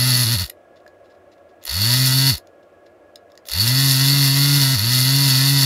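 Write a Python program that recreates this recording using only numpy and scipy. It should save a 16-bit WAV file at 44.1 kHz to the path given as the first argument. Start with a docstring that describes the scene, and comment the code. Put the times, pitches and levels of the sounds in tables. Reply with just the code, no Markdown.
"""A small motor with a tape flag

A three-pole DC motor runs off a battery in three bursts, close by; the loose contact drops out at times.
A flag of tape on its shaft pushes the air once a turn and hums. The brushes knock and scratch over the
commutator (the spinning contacts) and ring the steel can. Between runs the wire ticks on the terminal,
fingers rub on plastic and a metal part pings, over the faint rush of a small room."""
import sys
import numpy as np
from scipy import signal
from scipy.fft import rfft, irfft, next_fast_len
from scipy.io import wavfile
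from scipy.ndimage import uniform_filter1d, map_coordinates

SR = 44100
rng = np.random.default_rng(int(sys.argv[2]) if len(sys.argv) > 2 else 0)


def store_wav(level_fs):
    """Save 16-bit WAV to argv[1]."""
    pcm = np.round(np.clip(np.atleast_2d(level_fs), -1, 1) * 32767)
    wavfile.write(sys.argv[1], SR, pcm.T.astype(np.int16))


N = 249165
T = np.arange(N) / SR
FFT_SIZE = 2 * next_fast_len(N // 2 + SR // 4)
HZ = np.fft.rfftfreq(FFT_SIZE, 1 / SR)

# Levels in the tables are relative. A mode is a pitch at which something likes to ring.
# tone of the room's rush: (frequency [Hz], level [dB])
RUSH_TONE = [(18, -69), (30, -33), (81, -16.5), (118, -22), (266, -14.5), (295, -10.5), (364, -2.5),
             (415, -14), (449, -7), (569, -4.5), (962, -22), (1720, -26.5), (2290, -27), (4080, -39),
             (16000, -49.5)]
# drones in the room: (frequency [Hz], width [Hz], level [dB])
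DRONE_MODES = [(92, 18, -8), (375, 14, -6), (582, 89, -1), (688.4, 68, -2.5), (1102, 110, -14),
               (1300, 40, -16), (1400, 81, -15.5), (1670, 42, -7.5)]
# fingers rub on the plastic: (time [s], level [dB], rise time [s])
FINGER_RUBS = [(.755, -59.5, .013), (.8, -63.5, .003), (1.035, -66.5, .018), (1.095, -63, 0.014),
               (1.14, -69, 0.011), (1.313, -58.5, 0.011), (1.377, -64, .005), (1.485, -67, 0.013),
               (1.61, -55, 0.02), (2.626, -61.5, 0.0048), (2.858, -56.5, 0.0068), (3.297, -60.5, 0.0049)]
# tone of a rub: (frequency [Hz], level [dB])
RUB_TONE = [(300, -12), (2000, 4), (4300, 3), (7300, 1), (9000, -13), (16000, -20)]
# ticks of wire, tape and slow rotor: (time [s], level [dB], treble share [dB], half-width [s])
TICK_EVENTS = [(0.4617, -18, -7, 0.0011), (0.4978, -16, -8, 0.0021), (0.864, -43.5, -22, 0.0011),
               (0.877, -38, -23, 0.0015), (1.6274, -32, -18, 0.00069), (1.6368, -22.5, -12, 0.0008),
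               (1.652, -16, -5, 0.002), (1.6785, -19, -15, 0.001), (1.698, -14, -20.5, 0.001),
               (2.379, -17.5, -6.5, 0.0011), (2.471, -39.5, -28, 0.0012), (3.157, -22.5, -23, 0.0012),
               (3.3179, -38.5, -21.5, 0.00068), (3.3527, -39, -20, 0.001), (3.375, -30.5, -25, 0.0012),
               (3.454, -30.5, -15, 0.0016), (3.47, -31, -8, 0.0086), (3.486, -12.5, -9, 0.0015),
               (3.5087, -14.5, -10, 0.001)]
# modes of the can and its plastic cradle: (frequency [Hz], width [Hz], level [dB])
BODY_MODES = [(313, 78, -11), (520, 200, -15), (694, 310, -18.5), (893, 140, -12), (939, 210, -8.5),
              (1140, 180, -15.5), (1422, 625, -5), (1610, 190, -17), (1934, 318, 2), (2290, 230, -16.5),
              (2755, 500, -1), (3548, 440, 2), (4034, 600, 1), (4480, 230, 1.5), (5042, 350, 2),
              (5360, 840, -5), (5947, 820, -8.5), (6725, 440, -7), (7300, 950, -9), (8750, 1300, -10),
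              (9870, 650, 0), (10770, 810, -0.5), (11560, 490, 1), (12600, 1200, -4.5), (13700, 900, -2),
              (15200, 1700, -12)]
# the can's strongest mode: (frequency [Hz], width [Hz], level [dB])
CAN_MODE = [(4470, 310, 0)]
# the wire touches the battery: (start [s], end [s], speed the motor heads for [turns/s])
BATTERY_TOUCHES = [(0, .242, 143.4), (.257, .343, 143.4), (.381, .422, 143.4), (1.642, 2.299, 137.5),
                   (3.48, 3.56, 172), (3.56, 4.742, 143.8), (4.782, 5.65, 143.8)]
# the shaft rubs harder, slows and scratches: (time [s], drive lost [share])
DRAG_SPELLS = [(.117, .197), (.222, .141), (2.075, .06), (3.914, .138), (4.245, .104), (4.632, .154),
               (4.986, .117), (5.297, .167), (5.601, .121)]
# the flag's push at 1, 2 and 3 times the turning rate: (level [dB], head start [cycles])
FLAG_HARMONICS = [(2.5, -0.36), (-10.5, -0.33), (-31, -0.25)]
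# tone of the air stirred by the flag: (frequency [Hz], level [dB])
WAKE_TONE = [(20, -22), (50, -2), (90, 2), (200, 0), (400, -11.5), (900, -19.5), (3000, -59)]
# a faster flag hums louder: (speed [turns/s], level [dB])
HUM_BY_SPEED = [(20, -70), (40, -49), (65, -32), (90, -24.5), (127, -19), (144, -16.5)]
# the six brush crossings of a turn: (angle [turns], knock [dB], friction [dB])
BRUSH_CROSSINGS = [(0.117, -5.5, -2.5), (0.275, -0.5, -6.5), (0.477, 2.5, -4.5), (0.559, -11, -6),
                   (0.746, -7, -10), (0.889, 0, -14)]
# tone of the knocks: (frequency [Hz], level [dB])
KNOCK_TONE = [(100, -2), (300, -3), (700, 2), (2000, 0), (3500, 0), (6000, 0.5), (10000, -10.5),
              (16000, -27)]
# tone of the scratching: (frequency [Hz], level [dB])
SCRATCH_TONE = [(100, -24.5), (600, -8.5), (2000, -10), (3500, -5), (6000, 1), (10000, -4), (16000, -3)]
# how loud each brush sound is: (base level [dB], rise per doubling of speed [dB],
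# drop below chatter speed [dB], rise per unit of drag [dB], random waver [dB])
KNOCK_LOUDNESS = (-28.5, 2.5, 1.5, 2, 1)
SCRATCH_LOUDNESS = (-22, 5, 1.5, 6, 0.68)
RING_LOUDNESS = (-25.5, 5.5, -0.5, 3, 0.4)
# the can rings out and the scratching surges for a moment: (time [s], change in ring [dB], change in scratch
# [dB])
BRIEF_SWELLS = [(.34, 1, 1), (1.838, 7.5, 3), (1.93, 4, 3), (2.075, -3, 5), (2.2, 4, 1.5), (2.283, 3.5, 3),
                (3.616, 10.5, 5.5), (3.68, -3, 5), (3.915, -2, 4), (4.11, 6, 1), (4.255, 4, 2), (4.63, 3, 3),
                (4.94, 4, 4.5), (5.16, 3, 1.5), (5.3, 0, 3), (5.48, 7, 2), (5.62, 1, 3.5)]
# a high sizzle fades early on: (time [s], level [dB])
SIZZLE_FADE = [(0, -30), (.24, -34.5), (.35, -38), (.5, -75)]
# pitch of that sizzle: (frequency [Hz], width [Hz], level [dB])
SIZZLE_BAND = [(10700, 650, 0)]


def amp(db):
    """Turn decibels into a factor to multiply by."""
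    return 10 ** (np.asarray(db) / 20)


def unit(x):
    """Scale a signal to an average (rms) level of 1."""
    return x / np.sqrt(np.mean(x ** 2) + 1e-20)


def wobble(rate):
    """A smooth random curve through `rate` random points a second."""
    return map_coordinates(rng.standard_normal(int(N * rate / SR) + 4), [T * rate])


def bumps(events, half_width_s):
    """Smooth humps, one for each (time, height)."""
    return sum(height * np.exp(-np.minimum(((T - s) / half_width_s) ** 2, 20)) for s, height in events)


def tone(points):
    """A filter curve that joins (frequency [Hz], level [dB]) points."""
    hz, db = np.transpose(points)
    return amp(np.interp(np.log(HZ + 1), np.log(hz), db))


def resonances(modes):
    """A filter curve with a steep peak at each mode."""
    return np.sqrt(sum((amp(db) / (1 + (2 * (HZ - hz) / width) ** 2)) ** 2 for hz, width, db in modes))


def filtered(x, curve):
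    """Shape a sound by a filter curve, so that it rings only after it is struck."""
    cepstrum = irfft(np.log(np.maximum(curve, 1e-6)))[:FFT_SIZE // 2]
    cepstrum[1:] *= 2
    return irfft(rfft(x, FFT_SIZE) * np.exp(rfft(cepstrum, FFT_SIZE)))[:N]


def noise(curve):
    """Steady noise of level 1, shaped by a filter curve."""
    return unit(filtered(rng.standard_normal(N), curve))


def pulses(times, sizes):
    """Sharp clicks that can fall between samples."""
    at = times[:, None] * SR
    taps = np.floor(at).astype(int) + np.arange(-7, 9)
    shape = np.sinc(taps - at) * np.cos(np.pi * (taps - at) / 16) ** 2
    return np.bincount(np.clip(taps, 0, N).ravel(), (sizes[:, None] * shape).ravel(), N + 1)[:N]


def room_air():
    """The room's steady rush, with a few narrow drones in it."""
    return amp(-52.5) * noise(tone(RUSH_TONE)) + amp(-53) * noise(resonances(DRONE_MODES))


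def room_echo(x, fade_s):
    """The desk and walls send back a short blur of echoes."""
    t = T[:SR // 3]
    tail = rng.standard_normal(len(t)) * amp(-60 * t / fade_s) * (t > .002)
    reflected = filtered(x, tone([(150, -23.5), (600, 7.5), (6000, -0.5), (15000, -4.5)]))
    return signal.fftconvolve(reflected, tail / np.linalg.norm(tail))[:N]


def fingers():
    """Skin slides softly on the plastic as the grip shifts."""
    pressure = np.zeros(N)
    for s, db, rise_s in FINGER_RUBS:
        age = T[:SR // 10] / rise_s
        shape = (age * np.exp(1 - age)) ** 2
        pressure[round(s * SR):][:len(shape)] += amp(db) * shape
    return pressure * amp(2.5 * wobble(330)) * noise(resonances(BODY_MODES) * tone(RUB_TONE))


def metal_ping(start_s=.864, hz=1690, db=-39, fade_s=.04):
    """A small metal part is nudged and rings faintly."""
    age = np.maximum(T - start_s, 0)
    return amp(db - 60 * age / fade_s) * np.sin(2 * np.pi * hz * age)


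def ticks():
    """Tiny scrapes of wire, tape and rotor sound through the can and cradle."""
    dull, bright = np.zeros(N), np.zeros(N)
    lead = SR // 50
    t = np.arange(-lead, 2 * lead) / SR - .0016  # a scrape peaks just after first contact
    trailing_chatter = amp(-17) * (t > 0) * np.exp(-abs(t) / .004)
    for s, db, treble_db, half_width in TICK_EVENTS:
        shape = np.exp(-(t / half_width) ** 2) + trailing_chatter
        scrape = amp(db - 1) * shape * rng.standard_normal(len(t))
        treble_share = np.clip(amp(treble_db), 0, .95)
        start = round(s * SR) - lead
        dull[start:][:len(t)] += (1 - treble_share) * scrape
        bright[start:][:len(t)] += treble_share * scrape
    body = resonances(BODY_MODES)
    dull_tone = tone([(300, -17), (2000, -3.5), (4500, -1), (7000, 3), (10000, -10)])
    bright_tone = tone([(4000, -40), (9000, 5), (16000, 7.5)])
    return filtered(dull, body * dull_tone) + filtered(bright, body * bright_tone)


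def shaft_speed(drag, start_speed=121., spin_up_s=.124, braking_per_s=1224):
    """Turns a second: the rotor speeds up with current, brakes without it and sags under drag."""
    speed = np.full(N, start_speed)
    for on, off, free_speed in BATTERY_TOUCHES:
        first = round(on * SR)
        t = T[first:]
        powered_s = np.minimum(t, off) - on
        driven = free_speed + (speed[first] - free_speed) * np.exp(-powered_s / spin_up_s)
        speed[first:] = np.maximum(driven - braking_per_s * np.maximum(t - off, 0), 1)
    step = 1 / (spin_up_s * SR)
    sag = signal.lfilter([step], [1, step - 1], drag)  # the rotor is slow to respond
    return speed * (1 - sag)


def cradle_whine(speed, turns, harmonic=16, mode_hz=1990, width_hz=90):
    """One overtone of the shaft swells into a whine as it passes a mode of the cradle."""
    nearness = np.exp(-((harmonic * speed - mode_hz) / width_hz) ** 2)
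    level = amp(-33.5 + 2.7 * wobble(45)) * nearness
    return level * np.sqrt(2) * np.sin(2 * np.pi * harmonic * turns + .5 * wobble(60))


def flag_hum(speed, turns, cradle_hz=335, width_hz=21, boost_db=14):
    """The tape pushes and stirs the air each turn; overtones swell near the cradle's own pitch."""
    hum = np.zeros(N)
    for harmonic, (db, head_start) in enumerate(FLAG_HARMONICS, 1):
        swell_db = boost_db / (1 + (2 * (harmonic * speed - cradle_hz) / width_hz) ** 2)
        hum += amp(db + swell_db) * np.cos(2 * np.pi * (harmonic * turns + head_start))
    wake = speed / speed.max() * noise(tone(WAKE_TONE))
    level = amp(np.interp(speed, *np.transpose(HUM_BY_SPEED)))
    return level * (unit(hum) * amp(0.49 * wobble(40)) + amp(-21) * wake)


def brush_level(loudness, speed, drag, coasting, cruise_speed=135, chatter_speed=119):
    """Level of one brush sound in dB: it follows speed, drag and the rotor's chatter in its bearings."""
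    base_db, doubling_db, calm_db, drag_db, waver_db = loudness
    calm = (1 - np.tanh((speed - chatter_speed) / 4)) / 2  # near 1 when too slow to chatter
    doubling_db = doubling_db + 6 * coasting  # fades faster with no current
    speed_db = doubling_db * np.log2(speed / cruise_speed) - calm_db * calm
    return base_db + speed_db + drag_db * drag + waver_db * wobble(25)


def brush_contact(speed, turns, jitter_s=.000013, play_turns=.004, arc_turns=.055):
    """Each brush crossing gives a knock and a short swell of friction, never quite the same twice."""
    knocks, pressure = np.zeros(N), np.zeros(N)
    for angle, knock_db, friction_db in BRUSH_CROSSINGS:
        position = turns - angle - play_turns * wobble(5)  # the rotor wanders in its bearings
        times = np.interp(np.arange(int(turns[-1])), position, T)
        late, soft, rough = rng.standard_normal((1000, 3))[:len(times) + 2].T
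        knocks += pulses(times + jitter_s * late[:-2], amp(knock_db - 0.3 * soft[:-2]))
        nearest = np.round(position).astype(int)
        swell = np.exp(-((position - nearest) / arc_turns) ** 2)
        pressure += swell * amp(friction_db + 2 * np.minimum(rough[nearest], 2))
    # the lopsided rotor bears down once a turn, most unevenly while it is slow
    depth_db = 1.6 * np.clip(120 / speed, 0, 1.5) ** 2
    lean = amp(depth_db * (np.cos(2 * np.pi * (turns - .22)) - 0.37))
    friction = lean * (unit(pressure) + 0.37) * rng.standard_normal(N)
    return unit(knocks), unit(friction)


def brush_noise(speed, turns, knock_db, scratch_db, ring_db, swell_s=.022):
    """Knocks and friction shake the can and cradle, which rattle, scratch, ring and sizzle."""
    knocks, friction = brush_contact(speed, turns)
    scratch_db = scratch_db + bumps([(s, db) for s, _, db in BRIEF_SWELLS], swell_s)
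    ring_db = ring_db + bumps([(s, db) for s, db, _ in BRIEF_SWELLS], swell_s)
    sizzle_db = np.interp(T, *np.transpose(SIZZLE_FADE))
    body = resonances(BODY_MODES)
    rattle = amp(knock_db) * unit(filtered(knocks, body * tone(KNOCK_TONE)))
    scratch = amp(scratch_db) * unit(filtered(friction, body * tone(SCRATCH_TONE)))
    ring = amp(ring_db) * unit(filtered(0.49 * knocks + friction, resonances(CAN_MODE)))
    sizzle = amp(sizzle_db) * unit(filtered(friction, resonances(SIZZLE_BAND)))
    return rattle + scratch + ring + sizzle


def motor():
    """One spinning shaft sets the pace of the hum, the brush noise and the whine."""
    drag = bumps(DRAG_SPELLS, half_width_s=.058)
    speed = shaft_speed(drag)
    powered = sum(1. * ((T >= on) & (T <= off)) for on, off, _ in BATTERY_TOUCHES)
    coasting = 1 - uniform_filter1d(powered, size=200)
    running = np.clip((speed - 1) / 20, 0, 1)  # fades out as the shaft comes to rest
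    levels_db = [brush_level(loudness, speed, drag, coasting)
                 for loudness in (KNOCK_LOUDNESS, SCRATCH_LOUDNESS, RING_LOUDNESS)]
    turns = np.cumsum(speed * (1 + 0.002007 * wobble(30))) / SR
    hum = flag_hum(speed, turns)
    brushes = brush_noise(speed, turns, *levels_db)
    return running * (hum + brushes + cradle_whine(speed, turns))


def scene():
    """The motor and its handling, close by in a quiet room, in mono."""
    near = motor() + ticks() + fingers() + metal_ping()
    return (near + amp(-11.5) * room_echo(near, fade_s=0.08) + room_air())[None]


def record(dry, ceiling=.8, top_hz=15750):
    """Round off the highest peaks and cut away the very top of the treble."""
    rounded = dry / (1 + (dry / ceiling) ** 8) ** (1 / 8)
    return irfft(rfft(rounded, FFT_SIZE) / (1 + (HZ / top_hz) ** 300))[:, :N]


dry = scene()
out = record(dry)
store_wav(out)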